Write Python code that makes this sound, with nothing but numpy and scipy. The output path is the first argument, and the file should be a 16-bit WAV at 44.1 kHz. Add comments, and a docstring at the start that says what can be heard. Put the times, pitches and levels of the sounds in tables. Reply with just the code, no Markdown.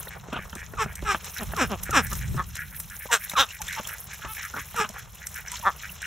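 """Ducks crowd round a running garden hose on a lawn and snap at the jet, close to the microphone.
Near quacks are pulse trains ringing throat and chest; thin near-sine squeaks, mostly falling, precede many.
Bills clap as clicks in a mouth cavity, slaps of water are noise bursts, drips are rising sines.
Behind them the flock chatters in slow pulses, ringing grains make the splash, spray and lapping,
and low noise buffets the microphone."""
import sys
import numpy as np
from scipy import signal
from scipy.fft import rfft, irfft, next_fast_len
from scipy.io import wavfile
from scipy.ndimage import uniform_filter1d, map_coordinates

SR = 44100
rng = np.random.default_rng(int(sys.argv[2]) if len(sys.argv) > 2 else 0)


def bounce(signal):
    """Save signal as a 16-bit WAV file at the path given by the first command-line argument."""
    frames = np.transpose(np.atleast_2d(signal))
    limited = np.clip(frames, -1, 1)
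    pcm = np.round(limited * 32767).astype(np.int16)
    wavfile.write(sys.argv[1], SR, pcm)


N = 267642
TIME = np.arange(N) / SR
# In all tables, levels in dB are relative: most layers add their own trim.


def from_db(db):
    """Decibels to amplitude."""
    return 10 ** (np.asarray(db) / 20)


def rms_one(x):
    """Scale to an rms of 1."""
    return x / np.sqrt(np.mean(x ** 2) + 1e-20)


def in_time(rows, t=TIME):
    """Columns of a curve over time, joined by straight lines."""
    s, *columns = np.transpose(rows)
    return [np.interp(t, np.sort(s), column) for column in columns]


def progress(seconds):
    """From 0 to 1 over a length of time."""
    return np.linspace(0, 1, max(int(seconds * SR), 2))


def add(out, s, x):
    """Mix x in at time s."""
    i = max(int(s * SR), 0)
    out[..., i:i + x.shape[-1]] += x[..., :max(N - i, 0)]


def coloured(x, points):
    """Filter by a spectrum joined up over log frequency."""
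    hz, db = np.transpose(points)
    size = next_fast_len(N + 4096)
    grid = np.maximum(np.arange(size // 2 + 1) * SR / size, 1)
    gain = from_db(np.interp(np.log(grid), np.log(hz), db))
    return irfft(rfft(x, size) * gain, size)[..., :N]


def drift(rate, size):
    """A wandering line through normal random values, rate of them a second."""
    steps = np.arange(size) * rate / SR
    count = int(steps[-1]) + 2
    return np.interp(steps, np.arange(count), rng.standard_normal(count))


def ring(x, hz, t60):
    """A unit click sets a sine of height 1 ringing; it falls 60 dB in t60 seconds."""
    r, w = from_db(-60 / (t60 * SR)), 2 * np.pi * hz / SR
    return signal.lfilter([0, np.sin(w)], [1, -2 * r * np.cos(w), r * r], x + 1e-18)


def resonate(x, modes):
    """Parallel resonances of (Hz, width in Hz, dB), signs alternating."""
    out = 0
    for k, (hz, width, db) in enumerate(modes):
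        t60 = np.log(1000) / np.pi / width
        out = out + (-1) ** k * from_db(db) * width * ring(x, hz, t60)
    return out


def syrinx(pitch, rough, jitter=.065, shimmer_db=5.5, air=.2, closing=1.0, air_hz=1800):
    """One pulse a cycle, uneven in time and strength, each followed by a puff of bright turbulent air."""
    size = len(pitch)
    cycles = np.cumsum(pitch * (1 + jitter * rough * drift(300, size))) / SR
    clicks = np.diff(np.floor(cycles), prepend=-1)
    pulses = clicks * from_db(shimmer_db * rough * drift(398.6, size))
    bright = signal.butter(1, air_hz, "high", fs=SR, output="sos")
    turbulence = signal.sosfilt(bright, rng.standard_normal(size))
    return pulses + air * rough * np.exp(-closing * (cycles % 1)) * turbulence


# Every quack swells and dies by the same law: depths in dB, and how each slope bends.
SWELL_DB, SWELL_BEND, FADE_DB, FADE_BEND = 17, 1.3, 22, 1.6
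PITCH_BEND = 1.3   # the pitch lingers near its value at the loudest moment


def blow(attack, release, opening_hz, loudest_hz, closing_hz):
    """Pitch and level (dB under the peak) of one push of air: it builds, then slackens."""
    before, after = 1 - progress(attack), progress(release)
    rise = loudest_hz + (opening_hz - loudest_hz) * before ** PITCH_BEND
    fall = loudest_hz + (closing_hz - loudest_hz) * after ** PITCH_BEND
    db = -np.r_[SWELL_DB * before ** SWELL_BEND, FADE_DB * after ** FADE_BEND]
    return np.r_[rise, fall], db


# Throat resonances by kind of voice. Each row: centre in Hz, width in Hz, level in dB.
THROAT_MODES = { "hoarse": [(440, 77, -5.5), (690, 500, -27), (850, 266, -2.5), (1320, 130, 1.5),
                (1640, 160, 0), (2440, 480, -6), (3500, 1020, -15.5), (5470, 410, -9), (7490, 720, -16.5),
                (11100, 2800, -31)], "bright": [(500, 100, -5), (1050, 820, -7.5), (1650, 304, 1.5),
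                (2700, 380, -5.5), (3870, 1800, -11.5), (6140, 1070, -11.5), (7500, 440, -7.5),
                (11700, 8100, -28)], "brassy": [(546, 150, -2.5), (830, 160, 0), (1330, 213, 7.5),
                (1670, 260, -12), (2570, 330, -10), (3370, 390, 2.5), (3800, 135, 7.5), (5450, 1800, -8),
                (7900, 540, -18), (11400, 15000, -32.5)], "throaty": [(450, 180, -17.5), (810, 900, -9.5),
                (1200, 270, 4.5), (1610, 280, -4), (2320, 770, -6.5), (3150, 1000, -8.5)],
                "soft": [(800, 520, -13.5), (1200, 210, -0.5), (1362, 260, -5.5), (1750, 217, -10.5),
                (2100, 170, -52), (3390, 240, -27)]}
# Near quacks. Each row: throat, loudest moment in seconds, attack in seconds, release in seconds,
# level in dB, opening pitch in Hz, pitch when loudest in Hz, closing pitch in Hz,
# roughness [0-1] at full effort, chest level in dB.
NEAR_QUACKS = [ ("throaty", .328, .006, .045, -33, 335, 330, 280, 1, 0),
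               ("throaty", .367, .016, .032, -30, 295, 246, 160, 1, 0),
               ("hoarse", .820, .040, .036, -23, 510, 435, 360, .54, -13),
               ("hoarse", 1.115, .068, .042, -23, 450, 390, 335, .58, -4),
               ("throaty", 1.148, .012, .022, -28, 210, 172, 157, .4, 4),
               ("throaty", 1.428, .036, .022, -31, 270, 200, 159, .45, 13),
               ("hoarse", 1.620, .052, .048, -19.5, 500, 260, 143, .3, 4),
               ("throaty", 1.728, .034, .038, -25.5, 260, 195, 150, .33, 12),
               ("hoarse", 1.975, .048, .046, -15, 460, 275, 165, .26, 0),
               ("soft", 2.128, .018, .016, -30, 219, 190, 154, .38, -7),
               ("soft", 2.401, .034, .027, -24, 172, 185, 145, .59, -13),
               ("bright", 3.134, .026, .046, -16, 250, 237, 190, .41, -40),
               ("brassy", 3.402, .04, .051, -14.8, 200, 280, 200, .36, -37),
               ("throaty", 3.793, .036, .018, -32.5, 250, 190, 165, .5, -19),
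               ("soft", 4.260, .035, .04, -37, 225, 191, 160, .38, -12),
               ("throaty", 4.308, .055, .036, -39, 410, 438, 410, .16, -29),
               ("soft", 4.574, .022, .04, -32, 164, 146, 130, 1, -6),
               ("hoarse", 4.815, .062, .04, -22.5, 500, 439, 380, .62, -9),
               ("throaty", 4.846, .012, .024, -29, 230, 207, 181, .7, -3),
               ("soft", 5.673, .026, .035, -15.5, 160, 201, 139, .05, -30)]


def quacks(crop_hz=680, crop_width_hz=260, crop_db=-6.5, chest_hz=195, chest_width_hz=170, low_cut_hz=150,
           level_db=0.3, sag=.03, slack=0.31, dull_hz=3000, treble_fade=0.22):
    """Pulses ring the throat and, in the nearest birds, chest and neck; weak blowing is rougher and duller."""
    out = np.zeros(N)
    low_cut = signal.butter(2, low_cut_hz, "high", fs=SR, output="sos")
    dull = signal.butter(1, dull_hz, fs=SR, output="sos")
    for throat, s, attack, release, peak_db, opening_hz, loudest_hz, closing_hz, rough, chest_db in NEAR_QUACKS:
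        pitch, db = blow(attack, release, opening_hz, loudest_hz, closing_hz)
        effort, size = from_db(db), len(db)
        # the resonances sink as the bill closes: the throat plays ever more slowly, the pitch made up for it
        speed = np.linspace(1 + sag, 1 - sag, size)
        place = np.cumsum(speed)
        throat_pitch = np.interp(np.arange(size), place, pitch / speed)
        pulses = syrinx(throat_pitch, rough * (1 + slack * (1 - effort)))
        chest = (chest_hz, chest_width_hz, chest_db)
        crop = (crop_hz, crop_width_hz, chest_db + crop_db)
        voice = resonate(pulses, [chest, crop] + list(THROAT_MODES[throat]))
        voice = signal.sosfilt(low_cut, map_coordinates(voice, [place], order=3))
        low = signal.sosfilt(dull, voice)
        voice = low + (voice - low) * effort ** treble_fade
        # even out the loudness, so that effort alone shapes it
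        voice /= np.sqrt(uniform_filter1d(voice ** 2, size=600) + 1e-9)
        shape = effort * from_db(peak_db + level_db) * signal.windows.tukey(size, .08)
        add(out, s - attack, voice * shape)
    return out


# A squeak swells, peaks part-way through and fades, while its glide levels off.
SQUEAK_SWELL_DB, SQUEAK_PEAK_SHARE, SQUEAK_FADE_DB, SQUEAK_GLIDE_BEND = 13, .6, 6, 1.6
# Short squeaks, most of them just before a quack.
# Each row: start in seconds, length in seconds, first pitch in Hz, last pitch in Hz, level in dB.
SHORT_SQUEAKS = [(.318, .045, 1200, 1500, -38), (.768, .055, 1294, 1050, -28.5),
                 (1.052, .078, 1420, 1160, -27.5), (1.555, .05, 1314, 1000, -31),
                 (1.912, .052, 1483, 1090, -26), (3.086, .034, 1060, 910, -35),
                 (3.352, .042, 1400, 980, -22), (3.592, .03, 950, 790, -42), (3.762, .036, 930, 870, -36.5),
                 (4.762, .052, 1427, 1140, -28), (5.51, .045, 1010, 950, -44),
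                 (5.624, .035, 1050, 870, -35)]


def squeaks(flutter_db=2.6, second_db=-16, third_db=-23, level_db=3.0):
    """The syrinx sings a short, wavering near-sine with two faint overtones."""
    out = np.zeros(N)
    for s, length, first_hz, last_hz, peak_db in SHORT_SQUEAKS:
        u = progress(length)
        size = len(u)
        pitch = last_hz + (first_hz - last_hz) * (1 - u) ** SQUEAK_GLIDE_BEND
        drop_db = np.interp(u, [0, SQUEAK_PEAK_SHARE, 1], [SQUEAK_SWELL_DB, 0, SQUEAK_FADE_DB])
        waver = 1 + .025 * drift(700, size) + .03 * drift(2500, size)
        phase = 2 * np.pi * np.cumsum(pitch * waver) / SR
        tone = np.sin(phase) + from_db(second_db) * np.sin(2 * phase) + from_db(third_db) * np.sin(3 * phase)
        level = from_db(peak_db - drop_db + level_db + flutter_db * drift(646, size))
        add(out, s, np.sqrt(2) * tone * level * signal.windows.tukey(size, .2))
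    return out


# Bills clapping and gulping in the jet.
# Each row: start in seconds, peak in dB, low thump in dB and hollow ring in dB (both scaled by their shares).
BILL_SNAPS = [(.072, -30, -13, -4), (.284, -29.5, 1, -7), (.327, -21, -14, -5), (.333, -23.5, -6, -8),
              (.36, -27, 4, -15), (.39, -24, 5, -3), (.53, -27, -10, 0), (.558, -26.5, 1, -4),
              (.737, -26.5, 10, 2.5), (.86, -22.5, -10, -3.5), (1.026, -28, -9, -18), (1.147, -16, -24, 4),
              (1.409, -26, -3, 9), (1.535, -21.5, -8, -.5), (1.893, -23, -20, -9.5), (2.344, -29, 17, -2),
              (3.056, -28, -33, -7.5), (3.316, -29, -34, 6), (3.335, -24, -25, -4.5), (3.619, -30, -21, 13),
              (3.798, -23.5, -18, -8), (4.248, -28, -34, -8), (4.541, -31, -19, -6),
              (4.564, -23.5, -24, -4), (4.744, -29, -20, -5.5), (4.797, -25, 0, -15), (4.899, -33, -8, -25),
              (4.962, -30.5, -40, 1), (5.598, -35, -17, -3)]
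# Bill and mouth cavity. Each row: resonance in Hz at middle gape, level in dB, 60 dB decay in seconds.
BILL_MODES = [(200, -4.5, 0.033), (400, -8.5, .022), (606, -9, 0.022), (844, -13, 0.034),
              (1050, -8.5, 0.012), (1330, -7, 0.017), (1700, -8.5, .012), (2650, -17, 0.0083)]


def snaps(wet_s=0.0055, wet=0.1, level_db=0.5, thump_share=0.47, ring_share=1.0):
    """Each clap is a click and a short squelch that ring the mouth cavity, a little differently each time."""
    out, t = np.zeros(N), TIME[:SR // 10]
    for s, db, thump_db, hollow_db in BILL_SNAPS:
        squelch = wet * rng.standard_normal(len(t)) * np.exp(-t / wet_s)
        push = (t == 0) + squelch
        gape = rng.uniform(.92, 1.08)
        sound = 0
        for hz, mode_db, t60 in BILL_MODES:
            colour_db = np.interp(hz, [350, 650, 1100], [thump_share * thump_db, -3, ring_share * hollow_db])
            sound = sound + rng.choice([-1, 1]) * from_db(mode_db + colour_db) * ring(push, hz * gape, t60)
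        add(out, s, sound / np.abs(sound).max() * from_db(db + level_db))
    return out


SPATTER_ATTACK_S, SPATTER_DECAY_S = .0006, .0028
# Sharp spatters. Each row: start in seconds, level in dB.
WATER_SLAPS = [(.029, -32), (.329, -35), (.552, -27.5), (.954, -26), (1.244, -29), (1.432, -33),
               (1.834, -23.5), (1.908, -24), (2.067, -27), (2.13, -21), (2.153, -27), (2.554, -24.5),
               (2.568, -29), (2.8, -26.5), (2.899, -32), (3.296, -22), (3.617, -21), (3.682, -26.5),
               (3.726, -27), (3.872, -24), (3.982, -32), (4.135, -32), (4.45, -28), (4.763, -28),
               (4.89, -27), (5.269, -22.5), (5.342, -29), (5.517, -24), (6.018, -28)]
# Spectrum of a spatter. Each row: frequency in Hz, density in dB per Hz.
SLAP_SPECTRUM = [(400, -15), (1500, 0), (3500, -3.5), (6000, 7.5), (7500, 4), (9000, -1), (11000, 4.5),
                 (15500, -7)]


def spatters(level_db=6.0, tail_db=-10, tail_s=0.042, per_s=900):
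    """Water slaps on bills and feathers: a crack of noise, then a brief shower of droplets."""
    out, t = np.zeros(N), TIME[:SR // 14]
    for s, db in WATER_SLAPS:
        shower = (rng.random(len(t)) < per_s / SR) * from_db(tail_db) * np.exp(-t / tail_s)
        crack = (1 - np.exp(-t / SPATTER_ATTACK_S)) * np.exp(-t / SPATTER_DECAY_S) / 2
        slap = (crack + shower) * rng.standard_normal(len(t))
        add(out, s, slap * from_db(db + level_db))
    return coloured(out, SLAP_SPECTRUM)


# Single drips. Each row: start in seconds, starting bubble pitch in Hz, approximate peak in dB.
SINGLE_DRIPS = [(0.082, 3840, -34), (0.527, 3010, -39), (1.388, 3960, -28.5), (3.296, 3720, -26.5),
                (3.315, 2190, -32.5), (3.487, 2550, -37.5), (3.506, 2700, -33.5), (3.681, 3500, -27),
                (3.851, 3150, -30), (4.538, 1330, -28), (5.482, 5740, -25), (5.571, 4080, -29.5),
                (5.893, 2730, -33.5), (6.042, 2730, -32.5)]


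def drips(cycles=12.0, rise=6.5, level_db=0.0, wobble=0.074):
    """A trapped bubble rings unsteadily and rises in pitch (rise: share of the pitch per second)."""
    out, t = np.zeros(N), TIME[:SR // 25]
    for s, hz, db in SINGLE_DRIPS:
        age = t * hz / cycles
        pitch = hz * (1 + rise * t + wobble * drift(1800, len(t)))
        phase = 2 * np.pi * np.cumsum(pitch) / SR
        fade = 2 * (np.exp(-age) - np.exp(-5 * age))
        add(out, s, from_db(db + level_db) * fade * np.sin(phase))
    return out


# Chatter of the flock. Each row: middle in seconds, length in seconds (stretched by 1.3 when played),
# level in dB, throat in Hz (the two resonances lie at multiples of it).
FLOCK_CHATTER = [(0.128, 0.06, -45, 1960), (0.411, 0.072, -45.0, 1990), (0.605, 0.088, -44.0, 1990),
                 (0.9, 0.065, -46, 1920), (0.988, 0.049, -48, 2020), (1.381, 0.058, -40.5, 1840),
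                 (1.88, 0.05, -40, 1750), (2.05, 0.072, -42.5, 1870), (2.233, 0.063, -44, 1980),
                 (2.602, 0.097, -39.5, 1860), (2.74, 0.05, -49, 1750), (2.929, 0.059, -45.5, 1660),
                 (3.026, 0.06, -45, 1980), (3.235, 0.073, -44.5, 2000), (3.544, 0.062, -45.5, 2010),
                 (3.719, 0.096, -37, 2080), (3.917, 0.076, -41.5, 1710), (4.125, 0.054, -44.5, 1970),
                 (4.234, 0.05, -43.5, 1600), (4.396, 0.064, -39, 2080), (4.448, 0.053, -39.5, 1640),
                 (4.593, 0.063, -39, 1980), (4.978, 0.07, -44.5, 1670), (5.229, 0.047, -46, 1930),
                 (5.378, 0.064, -40.5, 1780), (5.473, 0.05, -44.5, 1910), (5.848, 0.036, -38.5, 1750),
                 (6.046, 0.06, -37.5, 1860)]


def flock(pulse_hz=92, rough=.3, lower=0.778, upper=1.05, width_hz=330, upper_db=-3, level_db=2.0,
          top_hz=3000, bottom_hz=1250):
    """Birds further off chuckle in short runs of slow, separate pulses."""
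    out = np.zeros(N)
    band = signal.butter(2, [bottom_hz, top_hz], "band", fs=SR, output="sos")
    for s, length, db, hz in FLOCK_CHATTER:
        size = int(1.3 * length * SR)
        pitch = pulse_hz * np.exp(.12 * rng.standard_normal()) * np.linspace(1.12, .88, size)
        pulses = syrinx(pitch, rough, jitter=.15, air=0.45, closing=1.76)
        voice = resonate(pulses, [(hz * lower, width_hz, 0), (hz * upper, width_hz * 2.7, upper_db)])
        voice = rms_one(signal.sosfilt(band, voice)) * signal.windows.tukey(size, .75)
        add(out, s - size / SR / 2, voice * from_db(db + level_db))
    return out


# Difference between the two microphone ports for the birds straight ahead.
# Each row: frequency in Hz, side over mid in dB.
FRONT_WIDTH = [(60, -13.5), (250, -7), (450, -6.5), (800, -9), (1250, -17), (2000, -9), (2500, -18),
               (3700, -21), (5600, -8.5), (8400, -7.5), (12000, -2), (15500, -2)]


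def at_ports(x, scatter=0.4):
    """The ports' difference lies a quarter cycle off their sum, rippled by a short random filter that widens it."""
    t = TIME[:SR // 70]
    ripple = rng.standard_normal(len(t)) * np.exp(-t / .003)
    ripple = np.r_[-ripple[::-1], 0, ripple]    # odd in time: both ports stay equally loud
    rippled = signal.fftconvolve(x, ripple / np.linalg.norm(ripple), "same")
    quarter = signal.hilbert(x, next_fast_len(N)).imag[:N]
    side = coloured(np.sqrt(1 - scatter) * quarter + np.sqrt(scatter) * rippled, FRONT_WIDTH)
    return np.array([x + side, x - side])


# Difference between the two ports for sound from all around.
# Each row: frequency in Hz, side over mid in dB.
SURROUND_WIDTH = [(60, -13.5), (200, -6), (400, -3), (800, -5), (1250, -11), (2000, -10), (2500, -19),
                  (3700, -22), (5600, -9), (8400, -7), (12000, -2), (15500, -2)]


def scattered(pair):
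    """Sources all around: sum and difference are unrelated."""
    side = coloured(pair[1], SURROUND_WIDTH)
    return np.array([pair[0] + side, pair[0] - side])


def droplets(colour, per_s, spread_db, hiss, cycles, clump_db):
    """Droplets of all sizes burst in clumps and ring a few cycles, over a smooth hiss."""
    pitches = np.geomspace(colour[1][0], colour[-1][0] * 0.97, num=16)
    count = int(per_s * N / SR / len(pitches))
    grains = np.zeros((2, N))
    for hz in pitches:
        clicks, at = np.zeros((2, N)), rng.integers(0, N, count)
        sizes = from_db(spread_db * np.minimum(rng.exponential(1, count), 5))
        clicks[:, at] = sizes * rng.choice([-1, 1], (2, count))
        grains += hz * ring(clicks, hz, cycles / hz)
    clumps = from_db(clump_db * (drift(25, N) + drift(120, N)))
    wet = clumps * (rms_one(grains) + hiss * rng.standard_normal((2, N)))
    return scattered(rms_one(coloured(wet, colour)))


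# The jet breaking up on the birds. Each row: time in seconds, splash in dB, spray in dB.
JET_LEVELS = [(0.0, -49.0, -51.5), (0.24, -54.5, -65.0), (0.48, -54.5, -58.0), (1.04, -55.5, -60.0),
              (1.28, -46.0, -47.0), (2.0, -47.0, -52.5), (2.16, -42.5, -44.5), (2.24, -52.0, -56.0),
              (2.4, -48.0, -53.0), (2.48, -58.5, -55.5), (2.56, -47.0, -50.0), (2.72, -57.0, -56.5),
              (2.8, -51.5, -43.0), (2.88, -57.5, -51.0), (3.04, -55.0, -48.5), (3.28, -45.5, -50.0),
              (3.52, -52.0, -55.5), (3.76, -42.5, -49.5), (4.0, -49.5, -51.0), (4.56, -45.5, -49.0),
              (5.12, -55.0, -60.5), (5.68, -41.5, -48.0), (5.76, -49.0, -53.0), (6.07, -47.5, -52.5)]
# Lapping of the water. Each row: time in seconds, level in dB.
LAPPING_LEVELS = [(0.0, -51), (0.2, -51), (0.44, -56), (1.42, -54), (1.57, -50), (1.69, -54), (2.3, -56),
                  (2.5, -62), (3.48, -62), (3.85, -58), (4.63, -59), (4.92, -56), (5.09, -60), (5.34, -59),
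                  (5.49, -54), (6.07, -59)]
# Spectra of splash, spray and lapping. Each row: frequency in Hz, density in dB per Hz.
SPLASH_SPECTRUM = [(500, -21), (1200, 1.5), (2500, 3), (3800, 2.5), (5600, 4.5), (7300, 2), (9000, -19.5),
                   (11000, -26), (16000, -31)]
SPRAY_SPECTRUM = [(5000, -45), (9000, -8), (10800, 2), (12500, -1.5), (14000, -2.5), (15300, 0),
                  (17000, -16)]
LAPPING_SPECTRUM = [(120, -4), (185, 8), (255, -34.5), (330, -10), (430, -2), (600, -2.5), (900, 1.5),
                    (1400, -1.5), (2500, -17), (5000, -29.5)]


def water(splash_db=3.0, spray_db=4.6, lapping_db=3.0):
    """The jet breaks up into splash and fine spray and laps on the birds and the ground."""
    splash, spray = in_time(JET_LEVELS)
    lapping, = in_time(LAPPING_LEVELS)
    splashing = droplets(SPLASH_SPECTRUM, per_s=2000, spread_db=3.9, hiss=1.0, cycles=21.0, clump_db=3.43)
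    spraying = droplets(SPRAY_SPECTRUM, per_s=1500, spread_db=3.0, hiss=1.0, cycles=8.5, clump_db=5.2)
    lapped = droplets(LAPPING_SPECTRUM, per_s=900, spread_db=0.5, hiss=1.0, cycles=3.1, clump_db=3.5)
    return (from_db(splash + splash_db) * splashing + from_db(spray + spray_db) * spraying
            + from_db(lapping + lapping_db) * lapped)


PUFF_ATTACK_S, PUFF_RELEASE_S = .016, .028
# Swelling and sinking rumble of air on the microphone. Each row: time in seconds, level in dB.
AIR_LEVELS = [(0.0, -46.0), (0.72, -42.5), (0.8, -36.5), (1.36, -47.5), (1.44, -39.0), (1.68, -40.0),
              (1.76, -39.5), (2.32, -28.5), (2.4, -38.5), (3.04, -49.5), (3.36, -49.0), (6.07, -46.0)]
# Single puffs of air. Each row: peak time in seconds, level in dB.
AIR_PUFFS = [(1.04, -32), (1.48, -33), (1.65, -37), (1.93, -37), (2.36, -28), (3.40, -44), (3.63, -44),
             (4.26, -45), (4.6, -46)]
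# Spectrum of the rumble. Each row: frequency in Hz, density in dB per Hz.
AIR_SPECTRUM = [(15, -40), (30, -14), (45, -0.5), (65, 5.5), (100, -2), (150, -4), (195, -9.5), (250, -25),
                (700, -42)]


def buffeting(level_db=-1.5, puff_db=0.0, flutter_db=1.2, flutter_per_s=14):
    """Stirred air rumbles unevenly on the microphone, with a few added puffs."""
    db, = in_time(AIR_LEVELS)
    air = from_db(db + level_db + flutter_db * drift(flutter_per_s, N))
    for s, peak_db in AIR_PUFFS:
        away = np.maximum((s - TIME) / PUFF_ATTACK_S, (TIME - s) / PUFF_RELEASE_S)
        air = air + from_db(peak_db + puff_db) * np.exp(-away)
    rumble = rms_one(coloured(rng.standard_normal((2, N)), AIR_SPECTRUM))
    # even out the noise, so that the air curve sets its level
    rumble /= np.sqrt(uniform_filter1d(rumble[0] ** 2, size=4000))
    return air * scattered(rumble)


def garden(x, wet_db, t60):
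    """Faint, dull scatter from the ground and hedges: a short decaying noise echo."""
    t = TIME[:SR // 2]
    echo = rng.standard_normal((2, len(t))) * from_db(-60 * t / t60)
    band = signal.butter(2, [500, 3500], "band", fs=SR, output="sos")
    echo = signal.sosfilt(band, echo / np.linalg.norm(echo[0]))
    return from_db(wet_db) * scattered(signal.fftconvolve(x[None], echo, axes=1)[:, :N])


def scene():
    """Near birds and water in front, the flock further out on the lawn."""
    near, far = quacks() + squeaks(), flock()
    close = near + far + snaps() + spatters() + drips()
    echoes = garden(near, wet_db=-17, t60=0.14) + garden(far, wet_db=-6.5, t60=0.22)
    return at_ports(close) + echoes + water() + buffeting()


CUTOFF_HZ = 15700
# Overall colour: narrow gaps near 4.7, 10.3 and 14.3 kHz, a thin ring at 8.4 kHz.
# Each row: centre in Hz, width in Hz, gain at the centre in dB.
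OVERALL_COLOUR = [(4656, 1150, -75), (8424, 29, 14.5), (10300, 400, -62.5), (14300, 500, -14)]


def record(dry):
    """Narrow gaps and a thin ring colour the treble; the top is cut."""
    for hz, width, db in OVERALL_COLOUR:
        b, a = signal.iirpeak(hz, hz / width, fs=SR)
        dry = dry + (from_db(db) - 1) * signal.lfilter(b, a, dry)
    return signal.sosfilt(signal.ellip(10, .3, 80, CUTOFF_HZ, fs=SR, output="sos"), dry)


dry = scene()
out = record(dry)
bounce(out)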